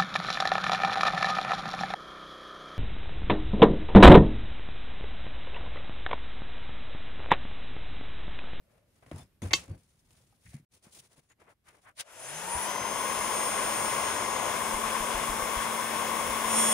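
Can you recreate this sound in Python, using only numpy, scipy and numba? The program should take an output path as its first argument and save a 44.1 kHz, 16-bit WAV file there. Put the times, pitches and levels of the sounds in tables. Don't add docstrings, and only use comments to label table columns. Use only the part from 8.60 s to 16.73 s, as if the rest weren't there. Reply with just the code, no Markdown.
import sys
import numpy as np
from scipy import signal
from scipy.fft import rfft, irfft, next_fast_len
from scipy.io import wavfile
from scipy.ndimage import uniform_filter1d
from numba import njit

SR = 44100
rng = np.random.default_rng(int(sys.argv[2]) if len(sys.argv) > 2 else 0)


def gain_from_decibels(decibels):
    exponent = np.asarray(decibels, float) / 20
    return 10 ** exponent


def dump_mix(stems):
    frames = np.atleast_2d(stems).T
    limited = np.clip(frames, -1, 1)
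    pcm = np.round(limited * 32767).astype(np.int16)
    wavfile.write(sys.argv[1], SR, pcm)


N = 358533


def seconds():
    return np.arange(N) / SR


def curves(table):
    s, *columns = np.transpose(table)
    return [np.interp(seconds(), s, c) for c in columns]


def along(points, hz):
    p = np.array(points, float)
    return np.interp(np.log(hz + 1), np.log(p[:, 0] + 1), p[:, 1])


def walk(rate):
    k = int(SR / rate)
    held = np.repeat(rng.standard_normal(N // k + 1), k)
    return 1.32 * uniform_filter1d(uniform_filter1d(held, k), k)[:N]


def hiss(colour, alike, balance, edges, lead=((1, 0), (2, 0))):
    size = next_fast_len(N)
    hz = np.arange(size // 2 + 1) * SR / size
    mid, side = rfft(rng.standard_normal((2, size)))
    likeness = np.clip(along(alike, hz), 0, 1)
    shared, differing = mid * np.sqrt(1 + likeness), side * np.sqrt(1 - likeness)
    leads = (hz < 10500) | (hz > 14100)
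    lean = gain_from_decibels(along(balance, hz) / 2) * np.exp(.5j * along(lead, hz) * leads)
    pair = np.array([(shared + sign * differing) * lean ** sign for sign in (1, -1)])
    pair = pair * gain_from_decibels(along(colour, hz)) / (abs(lean) + 1 / abs(lean))
    below = [1 / (1 + (hz / e) ** 12) for e in edges]
    bands = [irfft(pair * np.sqrt(np.abs(hi - lo)), size)[:, :N] for lo, hi in zip(below, below[1:])]
    return [b / np.std(b.mean(axis=0)) for b in bands]


@njit
def svf(x, hz, width):
    y, b, l = np.empty(len(x)), 0., 0.
    for i in range(len(x)):
        g, k = np.tan(np.pi * hz[i] / SR), width / hz[i]
        v = (b + g * (x[i] - l)) / (1 + g * (g + k))
        b, l, y[i] = 2 * v - b, l + 2 * g * v, k * v
    return y


def resonance(x, centre, width):
    centre = np.zeros(N) + centre
    return svf(svf(x, centre, width), centre, width)


def bell(s, width):
    return gain_from_decibels(-5 * (2 * (seconds() - s) / width) ** 2)


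# (frequency [Hz], level [dB per Hz])
FLOOR_COLOUR = [(18, -23.5), (30, 0.5), (124, 1), (735, -17.5), (816, -19.5), (1450, -19.5), (2210, -20.5),
                (7200, -29.5), (9860, -25.5), (15800, -29.5)]
# (frequency [Hz], likeness [0-1])
ROOM_LIKENESS = [(60, 0.93), (130, .92), (290, 0.5), (640, 0.5), (3100, 0.01), (10300, 0.3), (10700, 0.6),
                 (13300, 0.95), (14000, .3)]


def room_tone():
    tone, = hiss(FLOOR_COLOUR, ROOM_LIKENESS, [(30, .2), (15000, .3)], (15, 15900))
    return tone * gain_from_decibels(-72 + np.where(seconds() < 2.07, 0, -6) + 1.1 * walk(12))


# (start [s], length [s], scrape [dB], hiss [dB], bench rumble [dB])
DRAGS = [(0.425, 0.03, -62.5, -77, -65), (0.463, 0.052, -61, -71, -56), (0.515, 0.016, -49, -64, -38),
         (0.529, 0.093, -62, -66, -39), (0.82, 0.065, -49, -52.5, -29), (0.911, 0.042, -43, -57, -48),
         (.938, 0.026, -56, -44, -35), (0.974, 0.08, -54, -60, -48), (1.08, 0.075, -60, -69, -35.5),
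         (1.177, 0.79, -82, -75.5, -73.5), (1.506, 0.14, -75, -69.5, -74), (1.85, 0.12, -78, -74, -66)]


def contacts():
    sag_db, release_db_per_s = -7.5, -330
    bite_s = np.array([[0.001], [.001], [0.012]])
    t, power = seconds(), 0
    for s, length, *db in DRAGS:
        shape_db = sag_db * np.clip((t - s) / length, 0, 1)
        shape_db = shape_db + release_db_per_s * np.clip(t - s - length, 0, 1)
        bite = np.clip((t - s + bite_s[0]) / bite_s, 0, 1)
        power = power + (bite * gain_from_decibels(shape_db + np.array(db)[:, None])) ** 2
    return np.sqrt(power)


# (frequency [Hz], level [dB per Hz])
GRAIN_COLOUR = [(300, 4.5), (600, 4), (1200, -1), (2200, -4), (3000, -12), (4500, -13), (6500, -11.5),
                (8000, -13.5), (9800, -7), (12000, -26.5), (15800, -17.5)]
# (time [s], width [s], dull
# part [dB], bright part [dB])
CLOTH = [(.15, 0.13, -73.5, -82), (.38, 0.15, -80.5, -80), (.595, 0.068, -60.5, -64),
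         (1.89, 0.099, -80, -65.5), (1.955, 0.058, -69, -69), (2.154, 0.049, -71, -67),
         (2.246, 0.031, -70, -61.5), (2.278, 0.061, -68, -73), (2.335, 0.03, -74, -60.5),
         (2.376, 0.05, -64.5, -55.5), (2.449, 0.048, -70.5, -67), (2.526, 0.037, -69, -68.5),
         (2.584, 0.035, -68.5, -71), (2.65, .06, -82, -80), (2.711, 0.027, -70.5, -70),
         (2.818, 0.041, -64.5, -74.5), (2.875, 0.053, -67, -81.5), (2.905, 0.032, -66, -67),
         (3.088, 0.042, -65, -65), (3.15, 0.051, -68, -71.5), (3.19, 0.036, -70.5, -79),
         (3.245, 0.044, -75.5, -72), (3.28, 0.049, -64.5, -69.5), (3.379, 0.022, -69, -55),
         (3.404, 0.016, -56, -38)]
# (time [s],
# width [s], frequency [Hz], bandwidth [Hz], level [dB])
SINGING_RUBS = [(0.15, 0.3, 565, 80, -78), (0.55, .02, 7550, 120, -77), (0.586, 0.038, 840, 200, -60),
                (0.6, .07, 5100, 100, -72), (0.614, 0.027, 3530, 60, -68), (.832, 0.012, 3480, 200, -59),
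                (.834, 0.013, 6500, 200, -57), (.845, .025, 480, 200, -52), (0.921, 0.015, 2100, 400, -47),
                (1.125, .08, 450, 200, -63), (1.13, 0.05, 4570, 40, -78), (1.867, .02, 2000, 400, -66),
                (1.94, 0.084, 2000, 540, -72), (2.712, .03, 6800, 300, -73), (2.716, .025, 1900, 980, -70),
                (2.9, 0.037, 1170, 900, -65.5), (3.09, 0.034, 1550, 970, -62.5),
                (3.28, 0.039, 1400, 700, -57), (3.4, 0.027, 8900, 900, -53), (3.405, 0.03, 2530, 2800, -46),
                (3.45, 0.12, 620, 60, -67), (3.5, .04, 1400, 600, -60), (3.53, .04, 12500, 2500, -64),
                (3.66, 0.093, 680, 90, -55)]


def handling():
    dull, bright = hiss(GRAIN_COLOUR, ROOM_LIKENESS, [(300, 2.5), (4000, 3.3), (10000, .1)],
                        (300, 3000, 15900))
    rumble, = hiss([(40, -4.0), (90, 2.0), (160, -4.5), (300, -9)], [(40, 0.97), (300, 0.98)],
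                   [(40, .8), (300, 1.2)], (40, 300))
    *gains, bench = contacts()
    for s, width, *db in CLOTH:
        gains = [np.hypot(g, bell(s, width) * gain_from_decibels(d)) for g, d in zip(gains, db)]
    low = gain_from_decibels(-9.5) * bench + 0.54 * gains[0] + gain_from_decibels(-83.0) * (seconds() < 2.75)
    out = dull * gains[0] * gain_from_decibels(2.1 * walk(150))
    out += bright * gains[1] * gain_from_decibels(2.9 * walk(200)) + rumble * low
    for s, width, hz, width_hz, db in SINGING_RUBS:
        x = np.array([resonance(v, hz, 2.5 * width_hz) for v in dull + bright])
        out += x / np.std(x.mean(axis=0)) * bell(s, width) * gain_from_decibels(db)
    return out


# (time [s], peak [dB], frequency [Hz], t60 [s])
BENCH_THUDS = [(.4245, -56, 640, .03), (1.603, -64, 520, .04), (1.725, -61, 806, .06),
               (.5135, -40, 650, .015), (1.934, -56, 700, .03), (1.998, -51, 150, .05),
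               (2.025, -56.5, 125, 0.042), (.516, -34, 313, 0.019), (0.526, -35, 90, 0.16),
               (0.827, -30, 214, 0.064), (.845, -32.5, 84, 0.1), (0.935, -29.5, 338, 0.058),
               (1.098, -32, 94, 0.13), (1.599, -63.5, 120, 0.12), (1.851, -50, 113, 0.3),
               (1.87, -52, 70, .3), (1.942, -35.5, 142, 0.086), (2.268, -48.5, 196, 0.021),
               (2.389, -59.5, 132, 0.074), (2.579, -53, 141, 0.05), (3.948, -37, 70, 0.12),
               (4.21, -42, 126, .07), (6.135, -38.5, 35, .12), (6.25, -46, 40, .1), (6.4, -39, 33, 0.1),
               (6.542, -35.5, 39, 0.15), (6.69, -35, 38.3, 0.12), (6.82, -39, 44.7, 0.069),
               (6.965, -32, 45, 0.07), (7.69, -43, 55, .1), (7.841, -47, 45, 0.11)]


def thuds():
    out, t = np.zeros(N + SR), np.arange(SR // 2) / SR
    for s, peak_db, hz, t60 in BENCH_THUDS:
        swing = np.sin(2 * np.pi * hz * t) + 0.41 * np.sin(2 * np.pi * 1.55 * hz * t)
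        swing = swing * 1000. ** (-t / t60) * (1 - np.exp(-(t * hz / .45) ** 2))
        out[int(s * SR):int(s * SR) + len(t)] += swing * gain_from_decibels(peak_db) / np.abs(swing).max()
    return out[:N] * gain_from_decibels([[.4], [-.4]])


# (time [s], peak [dB], ring time share [1], softness [ms])
BLOWS = [(.4252, -59, 0.15, 0.15), (.4632, -53, 0.15, .09), (.5135, -40.5, 0.1, 0.078),
         (0.8203, -45.5, 0.5, 0.092), (.9085, -35, 0.99, 0.06), (0.9331, -11, 1.1, 0.011),
         (0.9365, -13.5, 1.17, 0.011), (.948, -25, .9, .011), (1.03, -52, .2, .012), (1.082, -56, 0.27, .2),
         (1.506, -63, 0.5, 0.054), (3.379, -47, 0.098, 0.026), (1.865, -57, 0.3, 0.046),
         (1.725, -66, .2, .15), (1.933, -60, .2, .15)]
# (frequency [Hz], level [dB], t60 [s])
HOUSING_MODES = [(1113, -18, 0.08), (883, -15, 0.05), (2135, -7, 0.058), (2700, -13, 0.098),
                 (3144, -16.5, 0.1), (3560, -12.5, 0.067), (3970, -17, 0.09), (4560, -7, 0.05),
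                 (5450, -17.5, 0.083), (6004, -18.5, 0.13), (6516, -13, 0.076), (7210, -17, 0.06),
                 (7640, -16.5, 0.077), (9900, -20.5, 0.029)]


def knocks():
    out, t = np.zeros((2, N + SR)), np.arange(SR // 4) / SR
    hz, db, t60 = np.repeat(np.transpose(HOUSING_MODES), 3, axis=1)[:, :, None]
    hz = hz * (1 + .013 * rng.standard_normal(hz.shape))
    crack_band = signal.butter(4, (1900, 8200), "band", fs=SR, output="sos")
    for s, peak_db, share, soft_ms in BLOWS:
        phase = rng.uniform(0, 2 * np.pi, (len(hz), 1)) + rng.normal(0, 1.0, (2, len(hz), 1))
        size = gain_from_decibels(db - db.max() + 1.7 * rng.standard_normal((len(hz), 1)))
        decay = 1000. ** (-t / (share * np.clip(t60, .02, .11)))
        ring = (size * decay * np.sin(2 * np.pi * hz * t + phase)).sum(axis=1)
        raw = rng.standard_normal((2, len(t)))
        grit = signal.sosfilt(crack_band, raw)
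        crack = (grit + raw * .5) * gain_from_decibels(4) * np.exp(-t / .0025)
        tail = grit * gain_from_decibels(-5) * 1000. ** (-t / (0.2 * share))
        push = np.exp(-1000 / SR / max(soft_ms, .01))
        blow = (ring + crack + tail) * np.minimum(t / 0.0001, 1)
        blow = signal.lfilter([1], [1, -2 * push, push ** 2], blow)
        i = int(s * SR)
        out[:, i:i + len(t)] += blow * gain_from_decibels(peak_db) / np.abs(blow.mean(axis=0)).max()
    return out[:, :N]


def edge_landing():
    land_s, peak_db, hz = .936, -3.5, 3400
    out, t = np.zeros(N), np.arange(SR // 4) / SR
    window = np.sin(np.pi * np.minimum(hz * t / 2, 1)) ** 2
    i = int(land_s * SR)
    out[i:i + len(t)] = -np.sin(2 * np.pi * hz * t) * window * gain_from_decibels(peak_db)
    return out


FULL_SPEED = 225
# (frequency [Hz], level [dB per Hz])
RUSH_COLOUR = [(40, -11), (250, -5.5), (430, -5), (590, -0.5), (790, -3), (1000, -4.5), (1330, -12),
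               (1470, -10.5), (1700, -14), (2500, -15), (3400, -17.5), (4400, -26.5), (5400, -19.5),
               (7600, -14.5), (8450, -21), (9600, -10.5), (10400, -20.5), (11500, -29), (15800, -24)]
# (frequency [Hz], left minus right [dB])
RUSH_BALANCE = [(60, 2.5), (110, 0), (200, 6.5), (380, 4.5), (700, 10), (1290, 5), (2380, 7), (4400, 3.5),
                (8120, 1.5), (15000, 0.5)]
# (frequency [Hz], likeness at the two ports [0-1])
RUSH_LIKENESS = [(60, 0.99), (290, 0.83), (1410, 1), (3100, 0.67), (6800, 0.16), (10300, 1), (10700, 1),
                 (13600, 0.98), (14200, 0)]
# (frequency [Hz], lead of the left port [rad])
RUSH_LEAD = [(0, -1.5), (1550, 1), (2500, 1), (3880, 1.9), (4310, 0.1), (5080, -1), (5600, 3.5),
             (6030, 0.5), (6720, 1.4), (7670, 1.5), (8350, 2), (10400, 1), (13700, -1.3), (15800, -1.5)]


def fan_rush(shaft, air_db, mid_db, treble_db, top_db):
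    bands = hiss(RUSH_COLOUR, RUSH_LIKENESS, RUSH_BALANCE,
                 (40, 450, 1400, 5000, 10500, 15900), RUSH_LEAD)
    swell = .5 * walk(1.06)
    thin_db = 20 * np.log10(shaft / FULL_SPEED)
    band_db = (-10.5 + thin_db, -4.7, mid_db, treble_db - 2.0, top_db + 1.25 * thin_db)
    return sum(b * gain_from_decibels(air_db + db + swell + 0.74 * walk(12)) for b, db in zip(bands, band_db))


def blade_turbulence(shaft, air_db):
    out, grown = 0, np.interp(shaft, (120, 175, 205, 214), (0, .7, 1.1, 1))
    # (frequency [Hz], bandwidth [Hz], level [dB], right port [dB])
    for hz, width, db, right_db in ((1091, 105, -4.5, -15.0), (1017, 142, -4.0, -12.5),
                                    (2121, 186, -12.5, -7)):
        x = resonance(rng.standard_normal(N), hz * (shaft / 222) ** .6, 1.33 * width)
        gain = gain_from_decibels(air_db + 5 + db + 0.15 * walk(15)) * grown
        out = out + x / np.std(x) * gain * gain_from_decibels([[0], [right_db]])
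    return out


# (start [s], frequency [Hz], bandwidth [Hz], level [dB])
GRILLE = [
    (5.85, 14300, 1000, -59),
    (3.95, 8100, 500, -64),
    (5.85, 11500, 1500, -62),
    (7.84, 2950, 900, -44.5),
    (7.86, 5510, 500, -56),
    (7.88, 8200, 900, -44),
    (7.88, 11980, 1500, -51),
]


def intake_grille():
    out = 0
    for s, hz, width, db in GRILLE:
        x = resonance(rng.standard_normal(N), hz, 1.34 * width)
        out = out + x / np.std(x) * gain_from_decibels(db) * np.clip((seconds() - s) / .12, 0, 1)
    return out


def fan(shaft, air_db, *tilt_db):
    air = fan_rush(shaft, air_db, *tilt_db) + blade_turbulence(shaft, air_db) + intake_grille()
    return air * np.clip((seconds() - 3.43) / 0.048, 0, 1)


STRONG_GRIP_S = (4.2, 4.4, 4.66, 4.77, 5.5, 5.62, 5.85, 6.0, 7.84, 7.99)
# (multiple [1], rising [dB], lifted [dB], held high [dB],
# wrist turning [dB], held level [dB], swung close [dB])
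STRONG_LINES = [
    (1, -53, -54.5, -53, -55, -48.5, -36),
    (30, -45, -47, -47, -46.5, -53, -38),
    (40, -70, -52, -42, -48.5, -48, -27.5),
    (45, -52, -42.5, -45, -58, -50, -43),
]


def strong_lines(turn):
    t, out = seconds(), 0
    for (k, rising, lifted, high, turning, level, close), lag in zip(STRONG_LINES, (.2, 1.2, 1.8, 1.0)):
        passing = close - 3.5
        grips = [rising, lifted, lifted, high, high, turning, turning, level, level, close, passing]
        db = np.interp(t, (*STRONG_GRIP_S, t[-1]), grips)
        rise_s = (3.42, 3.75) if k < 2 else (4.02, 4.1)
        db = db + np.interp(t, rise_s, (-34, 0)) + 0.25 * walk(5.4) + 1.4 * walk(25)
        line = np.sin(round(k) * turn + np.array([[lag], [-lag]]) / 2)
        out = out + np.sqrt(2) * gain_from_decibels(db) / np.cos(lag / 2) * line
    return out


# (frequency [Hz], bandwidth [Hz], level [dB])
CASING_MODES = [(6350, 650, 0), (9650, 1000, 5)]


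def starting_whine(shaft, turn, air_db):
    current = np.interp(seconds(), (3.53, 3.62, 3.73, 3.79, 3.85, 3.93, 4.03, 4.12),
                        (0, .8, .7, .8, .8, 1.2, 1, 0))
    roughness = .15 + np.clip((176 - shaft) / 35, 0, 1) * 2.2
    out = 0
    for k in range(25, 105, 5):
        lift = sum(gain_from_decibels(db) / (1 + (2 * (k * shaft - hz) / width) ** 4) for hz, width, db in CASING_MODES)
        gain = gain_from_decibels(air_db - 9.5 * (k % 2) + 2.5 * walk(30))
        phase = k * turn + roughness * walk(300) + np.array([[.7], [-.7]])
        out = out + current * lift * gain * np.sin(phase)
    return out


def blade_line(turn):
    swell = np.interp(seconds(), (3.78, 3.88, 4.14, 4.4), (0, .45, 1, 0))
    tone = swell * gain_from_decibels(-38 + 3.0 * walk(20)) * np.sin(5 * turn + 1.2 * walk(40))
    return tone * gain_from_decibels([[3], [-8]])


# (multiple [1], held high [dB], held level [dB], swung close [dB],
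# left minus right [dB])
WEAK_LINES = [(4, -52.5, -48, -48, 9), (5, -47.5, -48, -46, 11), (7, -56.5, -52, -65, -9),
              (8, -64.5, -52.5, -49.5, 12), (15, -58, -53.5, -45, 22), (16, -60, -57, -54, 18),
              (20, -65, -74, -68, -5), (24, -54, -57, -47, -3), (25, -58.5, -62, -47.5, 0),
              (29, -56, -55.5, -55, -9), (35, -62, -57.5, -55, 3), (39, -63, -63, -61, 4),
              (41, -55, -68, -42, 1.5), (44, -60, -59, -58, 0), (46, -60, -62, -52, 0),
              (47, -67, -69, -58, 0), (50, -66, -60.5, -47, 0), (55, -74, -70, -59, 0),
              (60, -61, -71, -60, 0), (64, -73, -67, -59, 0), (65, -71, -56, -54, -0.5),
              (66, -65, -61, -56, 0), (69, -66, -69, -59.5, 0), (70, -60, -62, -71, 0),
              (71, -58, -76, -80, 0)]
# (frequency [Hz], lead of the left port [rad])
PORT_LEAD = [(900, .3), (5300, 1.3), (6600, 1.1), (7800, 2.2), (9000, 1.6), (10300, .7), (10600, 0),
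             (14000, 0), (14300, -1.4), (15700, -2.1)]


def weak_lines(turn):
    grip_s = (4.0, 4.45, 5.45, 5.9, 7.85, 7.97)
    shadowed = (39, 41, 60, 66, 69)
    t, out = seconds(), 0
    wrist_db = -14 * np.exp(-((t - 5.66) / 0.2) ** 2)
    for k, high, level, close, pan_db in WEAK_LINES:
        start, lag = rng.uniform(0, 2 * np.pi), along(PORT_LEAD, k * FULL_SPEED)
        ports = gain_from_decibels([[pan_db / 2], [-pan_db / 2]])
        ports = ports / abs(ports[0] * np.exp(1j * lag) + ports[1]) * 2
        db = np.interp(t, grip_s, [high - .4 * max(k - 24, 0), high, high, level, level, close])
        db = db + np.interp(t, (3.9, 4.09), (-30, 0))
        db = db + (round(k) in shadowed) * np.interp(t, STRONG_GRIP_S[2:4], (-10, 0))
        db = db + (k > 58) * wrist_db + 0.74 * walk(1.98) + 1.26 * walk(18)
        line = np.sin(round(k) * turn + start + np.array([[lag], [0]]))
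        out = out + np.sqrt(2) * gain_from_decibels(db) * ports * line
    return out


def motor(shaft, air_db):
    turn = 2 * np.pi * np.cumsum(shaft) / SR
    lines = strong_lines(turn) + starting_whine(shaft, turn, air_db) + blade_line(turn) + weak_lines(turn)
    return lines * np.clip((seconds() - 3.47) / 0.073, 0, 1)


# (time [s], shaft speed [Hz], nearness [dB], intake facing the microphone [0-1])
HAND_HELD_GUN = [(3.46, 66, -2.5, 0.63), (3.65, 125.4, -1, 0.84), (3.8, 167.8, -2.5, 0.82),
                 (3.9, 186.5, -2.5, 0.75), (4.05, 201.3, -0.5, 0.9), (4.2, 208.3, -0.5, 0),
                 (4.4, 214.1, 0.5, 0.26), (4.7, 216.8, 0.5, 0.33), (5.1, 219, 0.5, 0.24),
                 (5.7, 220.4, 0, 0.13), (6.7, 222.4, 0.5, 0.13), (7.83, 223, 1, 0.05),
                 (8.02, 223.2, 2.5, 0.56), (8.13, 223.3, 1.5, 0.65)]


def scene():
    shaft, near_db, facing = curves(HAND_HELD_GUN)
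    shaft = uniform_filter1d(shaft, SR // 10)
    air_db = -36 + near_db + 2.09 * 20 * np.log10(shaft / FULL_SPEED)
    # (intake turned away [dB], gained when facing [dB])
    tilts = ((-5, 1.5), (-13, 10.5), (-14.5, 8))
    tilt_db = [away + gain * facing for away, gain in tilts]
    bench = room_tone() + handling() + thuds() + knocks() + edge_landing()
    return bench + fan(shaft, air_db, *tilt_db) + motor(shaft, air_db)


def band_limit(x):
    return signal.sosfilt(signal.butter(12, 16250, fs=SR, output="sos"), x)


def record(dry):
    fade = np.interp(seconds(), (2.048, 2.053, 2.082, 2.12), [1, 0, 0, 1]) ** 2
    top_cut = signal.ellip(12, .2, 60, 15690, fs=SR, output="sos")
    mix = signal.sosfilt(top_cut, dry * (fade + 1e-4))
    return band_limit(mix)


dry = scene()
out = record(dry)
dump_mix(out)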